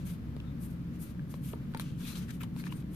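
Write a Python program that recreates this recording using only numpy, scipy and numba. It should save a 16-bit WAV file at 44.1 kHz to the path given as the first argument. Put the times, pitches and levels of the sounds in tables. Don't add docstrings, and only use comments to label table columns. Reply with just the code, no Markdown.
import sys
import numpy as np
from scipy import signal
from scipy.fft import rfft, irfft, next_fast_len
from scipy.io import wavfile
from scipy.ndimage import uniform_filter1d, map_coordinates
from numba import njit

SR = 44100
rng = np.random.default_rng(int(sys.argv[2]) if len(sys.argv) > 2 else 0)


def unload_wav(signal):
    wavfile.write(
        sys.argv[1],
        SR,
        np.round(np.clip(np.atleast_2d(signal).T, -1, 1) * 32767).astype(np.int16),
    )


def voltage_ratio(level):
    return 10 ** (np.asarray(level, float) / 20)


N = 130095

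# peak in seconds, rise in seconds, fall in seconds, hiss in dB, body in dB.
SLIDES = [(.0, 0.0081, 0.067, -72, -66), (.072, 0.018, 0.015, -54.5, -60.5), (0.099, 0.02, 0.026, -53, -60),
          (.14, 0.0087, 0.023, -66, -68), (0.639, 0.031, 0.037, -55, -66.5),
          (.71, 0.018, 0.03, -65.5, -71.5), (.96, 0.029, 0.015, -71, -67.5),
          (1.028, 0.025, 0.031, -51, -66.5), (1.07, 0.021, 0.014, -69, -64.5),
          (1.105, 0.025, 0.02, -65, -66), (1.318, 0.021, 0.013, -58, -64.5),
          (1.342, .012, 0.039, -63.5, -66.5), (1.455, 0.025, 0.025, -55, -63.5),
          (1.49, 0.029, 0.042, -55.5, -62), (1.72, 0.0081, 0.0088, -67.5, -75),
          (1.808, 0.011, 0.017, -52, -52), (1.861, 0.099, 0.067, -68.5, -62),
          (2.025, 0.04, 0.029, -59, -58), (2.09, 0.048, 0.074, -51, -52), (2.16, 0.0065, 0.039, -52, -51.5),
          (2.225, 0.017, 0.033, -67, -58), (2.295, 0.014, 0.016, -62, -57),
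          (2.308, 0.0042, 0.0057, -52, -50.5), (2.35, 0.057, 0.03, -63, -65),
          (2.416, 0.011, 0.018, -63, -55), (2.434, 0.0025, 0.011, -58, -53.5),
          (2.599, 0.034, 0.032, -58, -59), (2.67, 0.025, 0.02, -60.5, -57.5),
          (2.725, 0.017, 0.027, -59.5, -61.5), (2.77, 0.018, 0.03, -64, -65.5),
          (2.806, 0.015, 0.013, -63, -68), (2.95, 0.029, .02, -58, -64.5)]
# frequency in Hz, level in dB.
HISS_COLOUR = [(700, -39), (2000, -4), (5000, -1.5), (8000, 4), (10000, 7.5), (13000, 17.5), (16000, -5.5)]
# centre in Hz, width in Hz, level in dB.
PANEL_TONES = [(1530, 860, 11.5), (2400, 1370, 14), (3350, 1900, 10), (4560, 3450, 9.5), (5800, 1300, -3)]
# peak in seconds, rise in seconds, fall in seconds, level in dB,
# panel tone in Hz.
SCUFFS = [(1.809, .006, .006, -55, 10600), (1.86, .089, .11, -70, 3100), (2.09, .06, .064, -60, 3900),
          (2.165, .01, .025, -58, 4000), (2.301, .018, .0095, -56, 1650), (2.407, .003, .002, -53, 2100),
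          (2.41, .002, .002, -49, 1500), (2.411, .0099, .012, -53, 13500), (2.416, .0028, .003, -49, 2400),
          (2.4175, .002, .002, -50, 1400), (2.427, .0015, .002, -54, 2180), (2.434, .001, .007, -48.5, 940),
          (2.435, .0015, .004, -52, 2830), (2.443, .003, .006, -58, 2200), (2.599, .003, .005, -53, 1470),
          (2.602, .003, .004, -56, 2020), (2.61, .013, .013, -62, 4160), (2.667, .001, .008, -49, 1750),
          (2.671, .004, .006, -50, 1200), (2.677, .003, .004, -53, 2300), (2.7264, .0035, .0024, -47, 2850),
          (2.727, .005, .0024, -48, 975)]
# start in seconds, length in seconds, level in dB,
# first tone in Hz, last tone in Hz.
DRAGS = [
    (.41, 0.1, -73, 1310, 1380),
    (0.428, .1, -75, 3700, 3600),
    (2.003, 0.088, -63, 3300, 3650),
    (2.038, 0.13, -62.5, 3700, 4300),
    (2.038, 0.04, -62.5, 2540, 2400),
    (2.06, 0.043, -66, 9200, 9700),
    (2.575, 0.064, -70, 4160, 4430),
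    (2.687, 0.027, -63.5, 2560, 2950),
    (2.745, 0.049, -71, 8800, 8800),
]
# start in seconds, ring in dB, ring in Hz, ring T60 in seconds, crack in dB.
SNAPS = [(.3655, -41, 444, 0.012, -43.5), (0.401, -45, 2700, .012, -54), (.403, -49, 3300, .02, -70),
         (1.194, -45.5, 1600, 0.014, -69), (1.3405, -46, 500, 0.025, -60), (1.340, -45.5, 1050, 0.017, -45),
         (1.5325, -53, 910, 0.024, -45), (1.5349, -35.5, 428, 0.024, -56), (1.535, -45, 1227, 0.024, -58),
         (1.5374, -42, 920, 0.029, -60), (1.738, -48, 1480, 0.025, -41), (1.7473, -32.5, 900, 0.036, -34),
         (1.7475, -38.5, 537, 0.02, -56), (1.7495, -48, 1450, .02, -60), (1.768, -41, 1440, .012, -60),
         (1.7482, -40, 2070, 0.018, -45), (1.773, -45, 4270, .006, -30),
         (1.7975, -31.5, 1180, 0.0062, -26.5), (1.797, -35, 3800, 0.0095, -46),
         (1.7975, -41, 1020, 0.015, -42), (1.798, -35.5, 1430, .012, -60), (2.564, -45.5, 940, 0.012, -40),
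         (2.639, -38, 1640, 0.0098, -46), (2.640, -40, 2500, .01, -58)]
# frequency in Hz, level in dB.
CRACK_COLOUR = [(400, -72), (1200, 4.5), (4500, 8), (6000, -20), (9000, -8), (13500, -18), (16000, -4)]
# start in seconds, level in dB, centre in Hz, T60 in seconds.
TICKS = [(1.282, -54, 12600, .004), (1.5325, -44.5, 2860, 0.0034), (1.341, -47, 2600, 0.0061),
         (.3655, -61, 7000, .004), (.3655, -50, 1980, 0.0054), (1.7732, -35.5, 13100, 0.0035),
         (1.7732, -40, 3800, 0.0042), (1.7975, -31, 13000, 0.0061), (1.7975, -39, 7900, 0.0033),
         (1.7481, -36.5, 3260, 0.0056), (2.007, -47, 3300, .006), (2.155, -41, 2980, .01),
         (2.4332, -45, 9500, 0.0054), (2.4365, -48.5, 7600, .006), (2.4341, -41.5, 3020, 0.005),
         (2.437, -47, 4000, 0.0045), (2.564, -56, 6000, .004), (2.640, -55, 6500, .004),
         (2.666, -49, 4000, 0.011), (2.676, -53, 3500, .008), (2.725, -50, 7500, .008),
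         (2.735, -59, 4300, .005), (2.824, -55, 2500, 0.0034)]
# frequency in Hz, level in dB.
LEFT_PORT = [(300, 1.5), (1000, 5.5), (4000, 4.5), (8000, 5), (9600, 10.5), (11000, 4), (12200, 1),
             (14600, -1.5)]
RIGHT_PORT = [(300, 13), (1000, 0.5), (4000, 1.5), (5300, -2), (10000, -2), (12800, -2.5), (14600, 6.5)]
# frequency in Hz, level in dB per Hz.
RUMBLE_COLOUR = [(25, -24), (60, -14), (200, -12), (300, -16.5), (360, -28), (560, -33), (800, -54),
                 (2000, -60.5)]
# frequency in Hz, level in dB per Hz.
VENT_COLOUR = [(500, -0.5), (800, 0), (1300, 0.5), (2000, -3.5), (4000, -11.5), (6000, -18.5),
               (8500, -27.5), (13000, -17.5)]
# frequency in Hz, left minus right in dB.
AIR_PAN = [(60, -.5), (200, 1.1), (400, 4), (1300, 3.5), (2400, 2), (4400, -1.5), (15000, 1)]
# centre in Hz, width in Hz, level in dB.
ROOM_MODES = [(67.6, 2.04, -50.5), (85, 22, -66), (107.4, 6.1, -55), (132.5, 7.3, -49.5),
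              (144.5, 2.54, -49), (172.83, 9.4, -42.5), (205.1, 3.8, -67.5), (217.2, 3.4, -57),
              (237.4, 5.1, -50.5), (281.7, 43.5, -55.5)]

GRAIN_DB, PORT_SHARE = 3.6, 0.49
FLUTTER_DB, FLUTTER_HZ, PANEL_DRIFT_RATIO = 1.3, 70, .04
DRAG_WIDTH_RATIO, DRAG_ROUGH_DB = .09, 1.5
OVERTONE_RATIO, OVERTONE_DB, BOUNCE_S, BOUNCE_DB = 1.55, -10, .0017, -13
MAX_RING_CYCLES, PORT_TURN_RAD, PORT_LAG_S = 36, .7, 0.000082
ROOM_T60_S, ROOM_DB, ROOM_DULL_HZ = .2, -16, 5000
RUMBLE_DB, VENT_DB, MODE_SWELL_DB, MODE_SIDE_DB = -44.5, -61, 2, -16
TWIST_RAD, ALIKE_HZ = .18, 500
TOP_HZ, OFFSET = 14480, -.0006


def curve(table, hz):
    table_hz, table_db = np.array(table).T
    return np.interp(np.log(hz + 1), np.log(table_hz), table_db)


def colour(x, table):
    n = 2 * next_fast_len(x.shape[-1] // 2 + 4096)
    hz = np.arange(n // 2 + 1) * SR / n
    cepstrum = irfft(np.log(voltage_ratio(curve(table, hz))), n)
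    cepstrum[1:n // 2] *= 2
    cepstrum[n // 2 + 1:] = 0
    response = np.exp(rfft(cepstrum))
    return irfft(rfft(x, n) * response, n)[..., :x.shape[-1]]


def unit(x):
    return x / np.sqrt(np.mean(x ** 2))


def decay(t, t60_s):
    return np.exp(-np.log(1000) * t / t60_s)


@njit
def svf(x, hz, width_hz):
    y, band, low = np.empty(len(x)), 0., 0.
    for i in range(len(x)):
        g, k = np.tan(np.pi * hz[i] / SR), width_hz / hz[i]
        v = (band + g * (x[i] - low)) / (1 + g * (g + k))
        band, low, y[i] = 2 * v - band, low + 2 * g * v, k * v
    return y


def panel(ports, centre_hz, width_hz):
    return np.array([svf(svf(x, centre_hz, width_hz), centre_hz, 2 * width_hz) for x in ports])


def walk(rate_hz):
    k = int(SR / rate_hz)
    steps = np.repeat(rng.standard_normal(N // k + 1), k)
    return unit(uniform_filter1d(uniform_filter1d(steps, k), k)[:N])


def swell(peak_s, rise_s, fall_s):
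    t = np.arange(N) / SR - peak_s
    return np.exp(-np.where(t < 0, (t / rise_s) ** 2, np.abs(t / fall_s) ** np.sqrt(2)))


def grains():
    size_db = GRAIN_DB * np.minimum(rng.exponential(size=N), 4)
    return rng.standard_normal(N) * voltage_ratio(size_db)


def grit():
    shared = grains()
    return np.array([PORT_SHARE * shared + np.sqrt(1 - PORT_SHARE ** 2) * grains() for _ in range(2)])


def slides():
    hiss = unit(colour(grit(), HISS_COLOUR)) * voltage_ratio(FLUTTER_DB * walk(FLUTTER_HZ))
    slips, body = grit(), np.zeros((2, N))
    for hz, width_hz, db in PANEL_TONES:
        centre_hz = hz * (1 + PANEL_DRIFT_RATIO * walk(15))
        flutter = voltage_ratio(db + FLUTTER_DB * walk(FLUTTER_HZ / 2))
        body += flutter * unit(panel(slips, centre_hz, float(width_hz)))
    hiss_power, body_power = np.zeros(N), np.zeros(N)
    for peak_s, rise_s, fall_s, hiss_db, body_db in SLIDES:
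        bell = swell(peak_s, rise_s, fall_s)
        hiss_power += (voltage_ratio(hiss_db) * bell) ** 2
        body_power += (voltage_ratio(body_db) * bell) ** 2
    return hiss * np.sqrt(hiss_power) + unit(body) * np.sqrt(body_power)


def scuffs():
    out, slips = np.zeros((2, N)), grit() * voltage_ratio(2.2 * walk(400))
    for peak_s, rise_s, fall_s, db, hz in SCUFFS:
        a, b = max(int((peak_s - .13) * SR), 0), int((peak_s + .13) * SR)
        centre_hz = hz * (1 + 0.02 * walk(24.8)[a:b])
        tone = np.array([svf(svf(x[a:b], centre_hz, hz * .22), centre_hz, hz * .45) for x in slips])
        bell = swell(peak_s, rise_s, fall_s)[a:b]
        out[:, a:b] += voltage_ratio(db) * unit(tone * bell) * np.sqrt(np.mean(bell ** 2))
    return out


def drags():
    out, slips = np.zeros((2, N)), grit() * voltage_ratio(DRAG_ROUGH_DB * walk(150))
    for start_s, length_s, db, from_hz, to_hz in DRAGS:
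        a, n = int(start_s * SR), int(length_s * SR)
        tone = panel(slips[:, a:a + n], np.linspace(from_hz, to_hz, n), from_hz * DRAG_WIDTH_RATIO)
        out[:, a:a + n] += voltage_ratio(db) * unit(tone * np.sqrt(np.hanning(n)))
    return out


def snaps():
    rings, cracks, t = np.zeros((2, N + SR)), np.zeros((2, N + SR)), np.arange(SR // 12) / SR
    for start_s, ring_db, hz, t60_s, crack_db in SNAPS:
        noise = rng.standard_normal((3, len(t)))
        fade = decay(t, min(t60_s, MAX_RING_CYCLES / hz))
        turn_rad = np.array([[0], [PORT_TURN_RAD * min(hz / 900, 2)]])
        phase = 2 * np.pi * hz * t + turn_rad
        overtone = voltage_ratio(OVERTONE_DB) * np.sin(phase * OVERTONE_RATIO) * fade
        onset = np.minimum(t * hz * 4, 1)
        rough = voltage_ratio(unit(uniform_filter1d(noise[2], size=60)))
        ring = voltage_ratio(ring_db) * (np.sin(phase) + overtone) * onset * fade * rough
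        for lag_s, gain in ((0, 1), (BOUNCE_S, voltage_ratio(BOUNCE_DB))):
            i = int((start_s + lag_s) * SR)
            rings[:, i:i + len(t)] += gain * ring
        i = int(start_s * SR)
        rattle = np.diff(noise[:2], prepend=0) * (0.41 * decay(t, 0.0044) + 0.13 * decay(t, 0.051))
        cracks[:, i:i + len(t)] += voltage_ratio(crack_db) * (rattle - (t == 0))
    left, right = rings[:, :N] + colour(cracks[:, :N], CRACK_COLOUR)
    late_left = map_coordinates(left, [np.arange(N) - PORT_LAG_S * SR], order=3)
    return np.array([late_left, right])


def ticks():
    out, t = np.zeros((2, N)), np.arange(SR // 40) / SR
    for start_s, db, hz, t60_s in TICKS:
        noise = rng.standard_normal((3, len(t)))
        burst = (noise[:2] + noise[2]) * decay(t, t60_s)
        hit = panel(burst, hz + 0 * t, hz / 2)
        i = int(start_s * SR)
        out[:, i:i + len(t)] += voltage_ratio(db) * hit / np.abs(hit).max()
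    return out


def room(cards):
    t = np.arange(SR // 2) / SR
    tail = rng.standard_normal((2, len(t))) * decay(t, ROOM_T60_S) * (t > .003)
    tail = colour(tail, [(ROOM_DULL_HZ / 4, 0), (ROOM_DULL_HZ * 2, -8)])
    tail = tail / np.sqrt(np.sum(tail ** 2, axis=1, keepdims=True))
    return voltage_ratio(ROOM_DB) * signal.fftconvolve(cards, tail, axes=1)[:, :N]


def noise_spectra():
    return rfft(rng.standard_normal((2, N)))


def ventilation():
    hz = np.arange(N // 2 + 1) * SR / N
    sign = np.array([[1], [-1]])
    ports = voltage_ratio(sign * curve(AIR_PAN, hz) / 2) * np.exp(1j * sign * TWIST_RAD)
    mid, side = noise_spectra()
    apart = 1 / (1 + (ALIKE_HZ / (hz + 1)) ** 4)
    rumble = (mid * np.sqrt(2 - apart) + sign * side * np.sqrt(apart)) * voltage_ratio(curve(RUMBLE_COLOUR, hz))
    hiss = noise_spectra() * voltage_ratio(curve(VENT_COLOUR, hz))
    out = unit(irfft(rumble * ports, N)) * voltage_ratio(RUMBLE_DB + 0.14 * walk(3.9))
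    out += unit(irfft(hiss * ports, N)) * voltage_ratio(VENT_DB + 0.8 * walk(4.0))
    for centre_hz, width_hz, db in ROOM_MODES:
        offset = (hz - centre_hz) / width_hz
        mid, side = noise_spectra() / (1 + 2j * offset) / (1 + (offset / 10) ** 2)
        mode = (mid + sign * voltage_ratio(MODE_SIDE_DB) * side) * ports
        out += voltage_ratio(db + MODE_SWELL_DB * walk(3.09)) * unit(irfft(mode, N))
    return out


def scene():
    cards = slides() + scuffs() + drags() + snaps() + ticks()
    left, right = cards + room(cards)
    return np.array([colour(left, LEFT_PORT), colour(right, RIGHT_PORT)]) + ventilation()


def band_limit(x):
    return signal.sosfilt(signal.butter(12, 15460, fs=SR, output="sos"), x)


def record(dry):
    low_pass = signal.ellip(12, .3, 28, TOP_HZ, fs=SR, output="sos")
    mix = signal.sosfilt(low_pass, dry) + OFFSET
    return band_limit(mix)


dry = scene()
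out = record(dry)
unload_wav(out)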